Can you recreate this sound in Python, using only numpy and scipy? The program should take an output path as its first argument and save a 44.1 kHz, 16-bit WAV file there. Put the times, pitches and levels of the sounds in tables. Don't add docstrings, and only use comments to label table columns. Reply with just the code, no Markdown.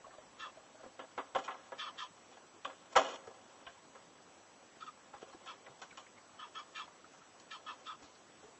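import sys
import numpy as np
from scipy import signal
from scipy.io import wavfile
from scipy.ndimage import uniform_filter1d

SR = 44100
rng = np.random.default_rng(int(sys.argv[2]) if len(sys.argv) > 2 else 0)


def undo_db(level):
    steps = np.asarray(level, float) / 20
    return 10 ** steps


def dump_mix(stems):
    frames = np.atleast_2d(stems).T
    limited = np.clip(frames, -1, 1)
    pcm = np.round(limited * 32767).astype(np.int16)
    wavfile.write(sys.argv[1], SR, pcm)


N = 378819

# centre_hz, width_hz, level_db
BOOM_MODES = [(277.6, 23.7, -4.5), (406.5, 38, -3.5), (540.7, 64, 4), (647, 66, 2.5)]
BODY_MODES = [(749.6, 50.5, -4.5), (980, 56, -8), (1054, 61, -5), (1188, 26, -5.5), (1299, 100, -8.5),
              (1670, 56, -11), (1963, 230, -17.5)]
SNAP_MODES = [(2480, 150, 4), (2928, 35, 8.7), (3123, 210, 6), (3410, 61, 7)]
CRACK_MODES = [(4360, 350, 0), (5490, 250, -4.5), (5730, 770, -2), (6690, 330, 1.5), (4950, 870, -6.5)]


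def evened(x):
    return x / np.sqrt(np.mean(x ** 2) + 1e-20)


def steadied(x):
    slow_power = uniform_filter1d(x ** 2, 450)
    return evened(x / (slow_power + 1e-3 * np.mean(x ** 2)) ** .3)


def add(mix, start_s, sound):
    part = mix[max(round(start_s * SR), 0):][:len(sound)]
    part += sound[:len(part)]


def add_events(mix, source, rows, dice):
    for row, d in zip(rows, dice):
        add(mix, *source(row, d))


def resonate(x, hz, width):
    r = np.exp(-np.pi * width / SR)
    if np.ndim(hz) == 0:
        pole = r * np.exp(2j * np.pi * hz / SR)
        return 2 * signal.lfilter([1 - r], [1, -pole], x).real
    carrier = np.exp(2j * np.pi * np.cumsum(hz) / SR)
    return 2 * (carrier * signal.lfilter([1 - r], [1, -r], x / carrier)).real


def ring(x, modes):
    return sum(undo_db(db) * resonate(resonate(x, hz, width), hz, 4 * width) for hz, width, db in modes)


def crackle(size, per_s, spread_db, dice):
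    when, sign, big = dice.random((3, size))
    size_db = -spread_db * np.log(np.maximum(big, .02))
    return (when < per_s / SR) * np.sign(sign - .5) * undo_db(size_db)


def hiss():
    # frequency_hz, density_db
    hiss_curve = [(35, -44), (60, -15.5), (256, 0.5), (1070, -1.5), (2380, -10), (4300, -15), (7700, -14.5),
                  (17500, -120)]
    # frequency_hz, rms_db
    whine_tones = [(5911, -78), (7881.5, -73.5)]
    frames = N // 256 + 5
    a, b, patches = rng.standard_normal((frames, 513, 3)).T
    patches = evened(uniform_filter1d(uniform_filter1d(patches, 10, 0), 8, 1))
    hz = np.fft.rfftfreq(1024, 1 / SR)
    curve_hz, curve_db = np.transpose(hiss_curve)
    shape_db = np.interp(np.log(hz + 1), np.log(curve_hz + 1), curve_db)[:, None]
    z = (a + 1j * b) * undo_db(shape_db + 1.4 * patches)
    out = undo_db(-61.5) * evened(signal.istft(z, nperseg=1024, noverlap=768)[1][:N])
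    t = np.arange(N) / SR
    for tone_hz, rms_db in whine_tones:
        waver_db = 1.2 * evened(resonate(rng.standard_normal(N), 0, 24))
        out += np.sqrt(2) * undo_db(rms_db + waver_db) * np.sin(2 * np.pi * tone_hz * t)
    return out


def rumble():
    start_db, settle_s, rest_db, wander_db = 18, 0.46, -99.5, 3
    shake, drone, wander = rng.standard_normal((3, N))
    db = rest_db + start_db * np.exp(-np.arange(N) / SR / settle_s)
    db += wander_db * evened(ring(wander, [(0, 2.3, 0)]))
    shaking = undo_db(db) * evened(ring(shake, [(44.3, 47, 0)]))
    return shaking + undo_db(-84) * evened(ring(drone, [(101.7, 13, 0)]))


def rustle(level_db, bright_db, dice, per_s, clump_db):
    clumps = evened(resonate(dice.standard_normal(len(level_db)), 0, 30))
    snaps = crackle(len(level_db), per_s, 2.1, dice) * undo_db(clump_db * clumps)
    low = evened(ring(snaps, BODY_MODES) + undo_db(-6.0) * ring(snaps, BOOM_MODES))
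    high = evened(ring(snaps, SNAP_MODES) + undo_db(-6.0) * ring(snaps, CRACK_MODES))
    return undo_db(level_db) * (low + undo_db(bright_db) * high) * signal.windows.tukey(len(level_db), .05)


def shuffle(dice):
    # time_s, rustle_db
    restlessness = [(0.0, -70.5), (0.12, -62.5), (1.1, -72), (1.79, -59.5), (2.08, -70), (2.63, -76),
                    (3.11, -60), (3.3, -60.5), (3.73, -67.5), (4.57, -76.5), (5.14, -68.5), (5.4, -62.5),
                    (6.29, -74), (6.7, -65), (7.23, -74.5), (7.7, -64.5), (8.11, -79), (8.59, -66)]
    time_s, rustle_db = np.transpose(restlessness)
    t = np.arange(time_s[0], time_s[-1], 1 / SR)
    db = np.interp(t, time_s, rustle_db)
    bright_follows = 0.47
    bright_db = -7 - (1 - bright_follows) * (db - db.mean())
    return rustle(db, bright_db, dice, 1200, 3.5)


def slide(row, dice):
    start_s, length_s, start_db, fall_db, bright_db = row
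    u = np.arange(0, length_s, 1 / SR) / length_s
    return start_s, rustle(start_db - fall_db * u, bright_db, dice, 1800, 2.5)


def slides(mix, dice):
    # start_s, length_s, start_db, fall_db, bright_db
    slide_rows = [
        (1.379, 0.055, -38, 21.5, -9.5),
        (1.437, 0.036, -50, 6, -1),
        (1.485, 0.116, -46.5, 30, -17.5),
        (2.67, 0.11, -48.5, 24, -16.5),
        (2.992, 0.045, -27, 19, -10),
        (3.034, 0.06, -43, 2.5, -6),
        (3.086, 0.08, -43, 7.5, -5),
        (3.153, 0.06, -50, 15, -10),
    ]
    add_events(mix, slide, slide_rows, dice)


def peck(row, dice):
    start_s, peak_db, hz, length_s = row
    t = np.arange(round(.15 * SR)) / SR
    shape = (1 - np.exp(-t / 0.001)) * np.exp(-(t / max(length_s, .004)) ** 2)
    tremble = evened(resonate(dice.standard_normal(len(t)), 0, 120)) * min(hz / 400, 1)
    phase = 2 * np.pi * hz * t + .6 * max(hz / 1000, 1) * tremble
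    return start_s, undo_db(peak_db - 1.5 + 3.2 * tremble) * shape * np.sin(phase)


def pecks(mix, dice):
    # start_s, peak_db, pitch_hz, length_s
    panel_pecks = [(0.042, -49.5, 1108, 0.023), (0.065, -51, 650, 0.032), (0.132, -59, 1143, 0.033),
                   (0.182, -46, 626, 0.018), (0.571, -48.5, 644, 0.017), (0.747, -51, 632, 0.018),
                   (0.797, -50, 640, 0.025), (0.86, -46.5, 528, 0.015), (2.653, -27, 1140, 0.0085),
                   (2.962, -25.5, 1067, 0.014), (3.275, -45, 465, 0.02), (5.139, -44.5, 818, 0.021),
                   (5.228, -38, 436, 0.0062), (5.346, -43, 336, 0.008), (5.925, -52.5, 1477, 0.012),
                   (7.042, -54, 1320, 0.014), (7.215, -50, 1330, 0.01), (7.469, -64, 605, 0.016),
                   (8.019, -57, 293, 0.041), (8.437, -52.5, 422, 0.027), (8.482, -51.5, 458, 0.015),
                   (0.833, -46.5, 526, 0.018), (1.352, -31.5, 778, 0.035), (3.669, -47.5, 1595, 0.025),
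                   (3.673, -47.5, 680, 0.026), (5.82, -46.5, 1510, 0.019)]
    # start_s, peak_db, pitch_hz, length_s
    clink_rows = [
        (0.105, -59, 1670, 0.017),
        (5.3143, -62.5, 4230, 0.023),
        (5.663, -50, 1930, 0.012),
        (5.9063, -52.5, 2260, 0.015),
        (6.0634, -56.5, 2000, 0.013),
        (6.1674, -58, 2130, 0.029),
        (8.04, -58, 4150, 0.028),
        (8.0886, -69, 4210, 0.015),
        (8.144, -62.5, 4320, 0.033),
        (8.317, -66, 3330, 0.012),
    ]
    # start_s, peak_db, pitch_hz
    thump_rows = [
        (0.418, -87, 47),
        (1.177, -66.5, 81),
        (1.337, -65, 140),
        (2.647, -68, 108),
        (2.958, -51, 58.6),
        (3.668, -67, 66.5),
        (5.14, -76, 136.4),
        (5.698, -60.5, 140),
        (8.028, -63, 79.5),
    ]
    thumps = [(*row, .03) for row in thump_rows]
    add_events(mix, peck, [*panel_pecks, *clink_rows, *thumps], dice)


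def knock(row, dice):
    start_s, peak_db, boom_db, snap_db, length_s, crack_db = row
    t = np.arange(round(.2 * SR)) / SR
    force = np.exp(-(t / max(length_s, .004)) ** 2) + 0.2 * np.exp(-t / 0.069)
    blows = crackle(len(t), 3000, 1.5, dice) * force
    blows[0] = 4.6
    groups = [(0, BODY_MODES), (boom_db, BOOM_MODES), (snap_db, SNAP_MODES), (snap_db + crack_db, CRACK_MODES)]
    sound = np.zeros(len(t))
    for db, modes in groups:
        rung = ring(blows, modes)
        short_peak = np.sqrt(uniform_filter1d(rung ** 2, 350).max())
        sound += undo_db(db) * rung / short_peak
    return start_s - .002, undo_db(peak_db - 11) * sound


def knocks(mix, dice):
    # start_s, peak_db, boom_db, snap_db, length_s
    foot_knocks = [(0.994, -33.5, -1.5, -10.5, 0.028), (1.18, -26, -2, -14, 0.023),
                   (1.351, -21, -6.5, -11.5, 0.018), (1.361, -30, 8.5, -10.5, 0.014),
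                   (1.481, -26, -18, -18.5, 0.018), (1.508, -33, -25, -9.5, 0.02),
                   (1.722, -33, 1, -18, 0.012), (2.65, -33, -3.5, 2, 0.012), (2.699, -38, -23, -13, 0.011),
                   (2.957, -18, -15, -26, 0.018), (2.973, -18, 1.5, -5.5, 0.013),
                   (3.668, -38.5, -13, 0.5, 0.011)]
    claw_knocks = [(0.111, -52.5, -6, -12.5, 0.02), (2.168, -56, -23, -2, 0.027),
                   (2.316, -48.5, -6, -5.5, 0.048), (2.372, -44.5, -1, -11, 0.011),
                   (2.963, -10, -3, -11, 0.022), (3.951, -42.5, -3, -14.5, 0.016),
                   (5.136, -41.5, -8, -17.5, 0.033), (5.22, -41.5, -2, -7.5, 0.019),
                   (5.462, -41, -13.5, -6, 0.015), (5.819, -36.5, -5.5, -3.5, 0.02),
                   (5.975, -38, -14, -3.5, 0.021)]
    chip_knocks = [(0.833, -43.5, -2, -29.5, 0.037), (1.039, -50, 10, -25, 0.015),
                   (1.439, -57, -15, -15, 0.028), (1.546, -37.5, -6, -25, 0.013),
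                   (2.928, -46, 1, -9.5, 0.035), (3.273, -41, -17.5, -15.5, 0.0091),
                   (5.33, -43.5, -7, -17.5, 0.022), (5.674, -47.5, 2, -29, 0.012),
                   (6.004, -53.5, -15, -4, 0.016), (6.878, -44.5, -12, -17.5, 0.0072),
                   (7.136, -49.5, -15, -13.5, 0.058), (7.401, -52, -11, -0.5, 0.011),
                   (8.025, -47, -1, -9.5, 0.042), (8.433, -55, 9, -11, 0.012), (8.483, -58, -2, -9, 0.024)]
    kinds = (foot_knocks, -16), (claw_knocks, -1.5), (chip_knocks, 6.5)
    rows = sorted((*row, crack_db) for rows, crack_db in kinds for row in rows)
    add_events(mix, knock, rows, dice)


def varied(slips, modes, travel, spread_db, dice):
    wander = [evened(resonate(dice.standard_normal(len(slips)), 0, 4.1)) for _ in modes]
    return sum(ring(slips * undo_db(spread_db * w), [(hz * travel, width, db)])
               for w, (hz, width, db) in zip(wander, modes))


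def stroke(row, dice):
    # centre_hz, width_hz, level_db
    second_ring = [(1759, 68, 0)]
    grit_rings = [(2372, 85, -2), (2695, 99, 2), (3128, 190, 4.5), (3373, 40, 8.5), (3660, 270, -11),
                  (4260, 330, -10), (5230, 190, -13.5), (6360, 330, -18), (2910, 790, -10.5),
                  (4830, 1200, -19.5)]
    start_s, length_s, top_db, top_hz, top_grit_db, bite_db, bite_grit_db, bite_second_db, from_hz, to_hz, sag = row
    u = np.arange(0, length_s, 1 / SR) / length_s
    bite, top, hold, drop = .15, .45, 0.63, 0.77
    press_db = top_db + np.interp(u, [0, bite, top, hold, drop, 1], [-28.5, bite_db, 0, -3, -11, -17])
    hz = top_hz * np.interp(u, [0, top, hold, 1], [1, 1, 0.93, 0.97]) ** sag
    second_db = np.interp(u, [0.2, hold, 1], [bite_second_db, -17.5, -9.5]) - 8 * (1 - sag)
    grit_db = top_grit_db + np.interp(u, [bite, top, 1], [bite_grit_db, 0, 2.5])
    lower_db = np.interp(u, [top, drop], [-8, 0]) - 14 * (1 - sag)
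    grit_hz = from_hz + (to_hz - from_hz) * u
    slips = crackle(len(u), 2500, 1.1, dice)
    main = ring(slips, [(hz, 70, 0), (hz * 0.853, 60, lower_db)])
    travel = (grit_hz / 3350) ** .35
    grit = varied(slips, grit_rings, travel, 4.5, dice) + ring(slips, [(grit_hz, 110, 3)])
    sound = steadied(main) + undo_db(second_db) * evened(ring(slips, second_ring)) + undo_db(grit_db) * steadied(grit)
    return start_s, undo_db(press_db) * sound * signal.windows.tukey(len(u), .15)


def strokes(mix, dice):
    # start_s, length_s, pressure_db, main_ring_hz, grit_db
    tip_strokes = [
        (0.384, 0.13, -44.5, 1288, -7.5),
        (1.777, 0.11, -44, 1304, -2),
        (1.97, 0.11, -43.5, 1265, -4.5),
        (6.741, 0.125, -45, 1280, -4),
        (7.5, 0.094, -47.5, 1300, -4),
    ]
    side_strokes = [
        (1.85, 0.07, -44, 1290, -7),
        (5.46, 0.09, -47, 1290, -4.5),
        (6.38, 0.11, -47.5, 1263, -6.5),
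        (6.54, 0.1, -45, 1289, -5.5),
        (7.655, 0.1, -43.5, 1268, -7.5),
    ]
    rim_strokes = [
        (4.8, 0.062, -47, 1300, -11.5),
        (4.858, 0.055, -46, 1260, -15),
        (7.85, 0.115, -43.5, 1274, -10),
    ]
    # bite_db, bite_grit_db, bite_second_db, grit_from_hz, grit_to_hz, sag (exponent)
    tip_contact = (-8.5, 11.5, 1, 3686.5, 3149, 1.14)
    side_contact = (-5, 4.5, -9.5, 3163, 3233, 1.19)
    rim_contact = (-8, 12.5, -10, 3609, 3466, 0.53)
    parts = (tip_strokes, tip_contact), (side_strokes, side_contact), (rim_strokes, rim_contact)
    rows = sorted((*row, *contact) for rows, contact in parts for row in rows)
    add_events(mix, stroke, rows, dice)


def scene():
    mix = np.zeros(N)
    dice = rng.spawn(200)
    add(mix, 0, shuffle(dice[0]))
    slides(mix, dice[1:])
    pecks(mix, dice[100:])
    knocks(mix, dice[40:])
    strokes(mix, dice[10:])
    port = signal.butter(8, 7400, fs=SR, output="sos")
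    mix = signal.sosfilt(port, mix) + hiss()
    return (mix + rumble())[None]


def starve(x, hop, spare_db):
    bins = round(hop * 16000 / SR)
    n, k = np.arange(2 * hop) + .5, np.arange(bins) + .5
    window = np.sin(np.pi * n / (2 * hop))[:, None]
    basis = window * np.cos(np.pi / hop * np.outer(n + hop / 2, k)) * np.sqrt(2 / hop)
    frames = np.lib.stride_tricks.sliding_window_view(np.pad(x, (hop, 2 * hop)), 2 * hop)[::hop]
    c = frames @ basis
    hz = k * SR / (2 * hop)
    busy = np.mean(np.log(abs(c) + 1e-9), 1, keepdims=True)
    busy = np.exp(.75 * busy + .25 * np.median(busy))
    band = (np.sqrt(hz / 8000) * 24).astype(int)
    share_db = 1.5 * rng.standard_normal((len(c), 24))[:, band]
    coarse_db = np.interp(hz, [0, 1500, 2600, 4000, 7200, 7600], [-12, 2, 10, 9, 9.5, 11.5])
    step = busy * undo_db(coarse_db + share_db - spare_db)
    c = np.sign(c) * step * np.floor((abs(c) / step) ** .75 + .405) ** (4 / 3)
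    halves = (c @ basis.T).reshape(-1, 2, hop)
    return (halves[1:, 0] + halves[:-1, 1]).ravel()[:len(x)]


def band_limit(x):
    return signal.sosfilt(signal.butter(12, 8540, fs=SR, output="sos"), x)


def record(dry):
    power_db = 10 * np.log10(uniform_filter1d(dry[0] ** 2, 256) + 1e-12)
    attack = power_db - np.roll(power_db, 512) > 14
    near_attack = uniform_filter1d(attack * 1., 1300) > 1e-3
    short = uniform_filter1d(1. * near_attack, 300)
    rounded = (1 - short) * starve(dry[0], 1100, 0) + short * starve(dry[0], 300, 5)
    return band_limit(.4 * np.tanh(rounded[None] / 0.42))


dry = scene()
out = record(dry)
dump_mix(out)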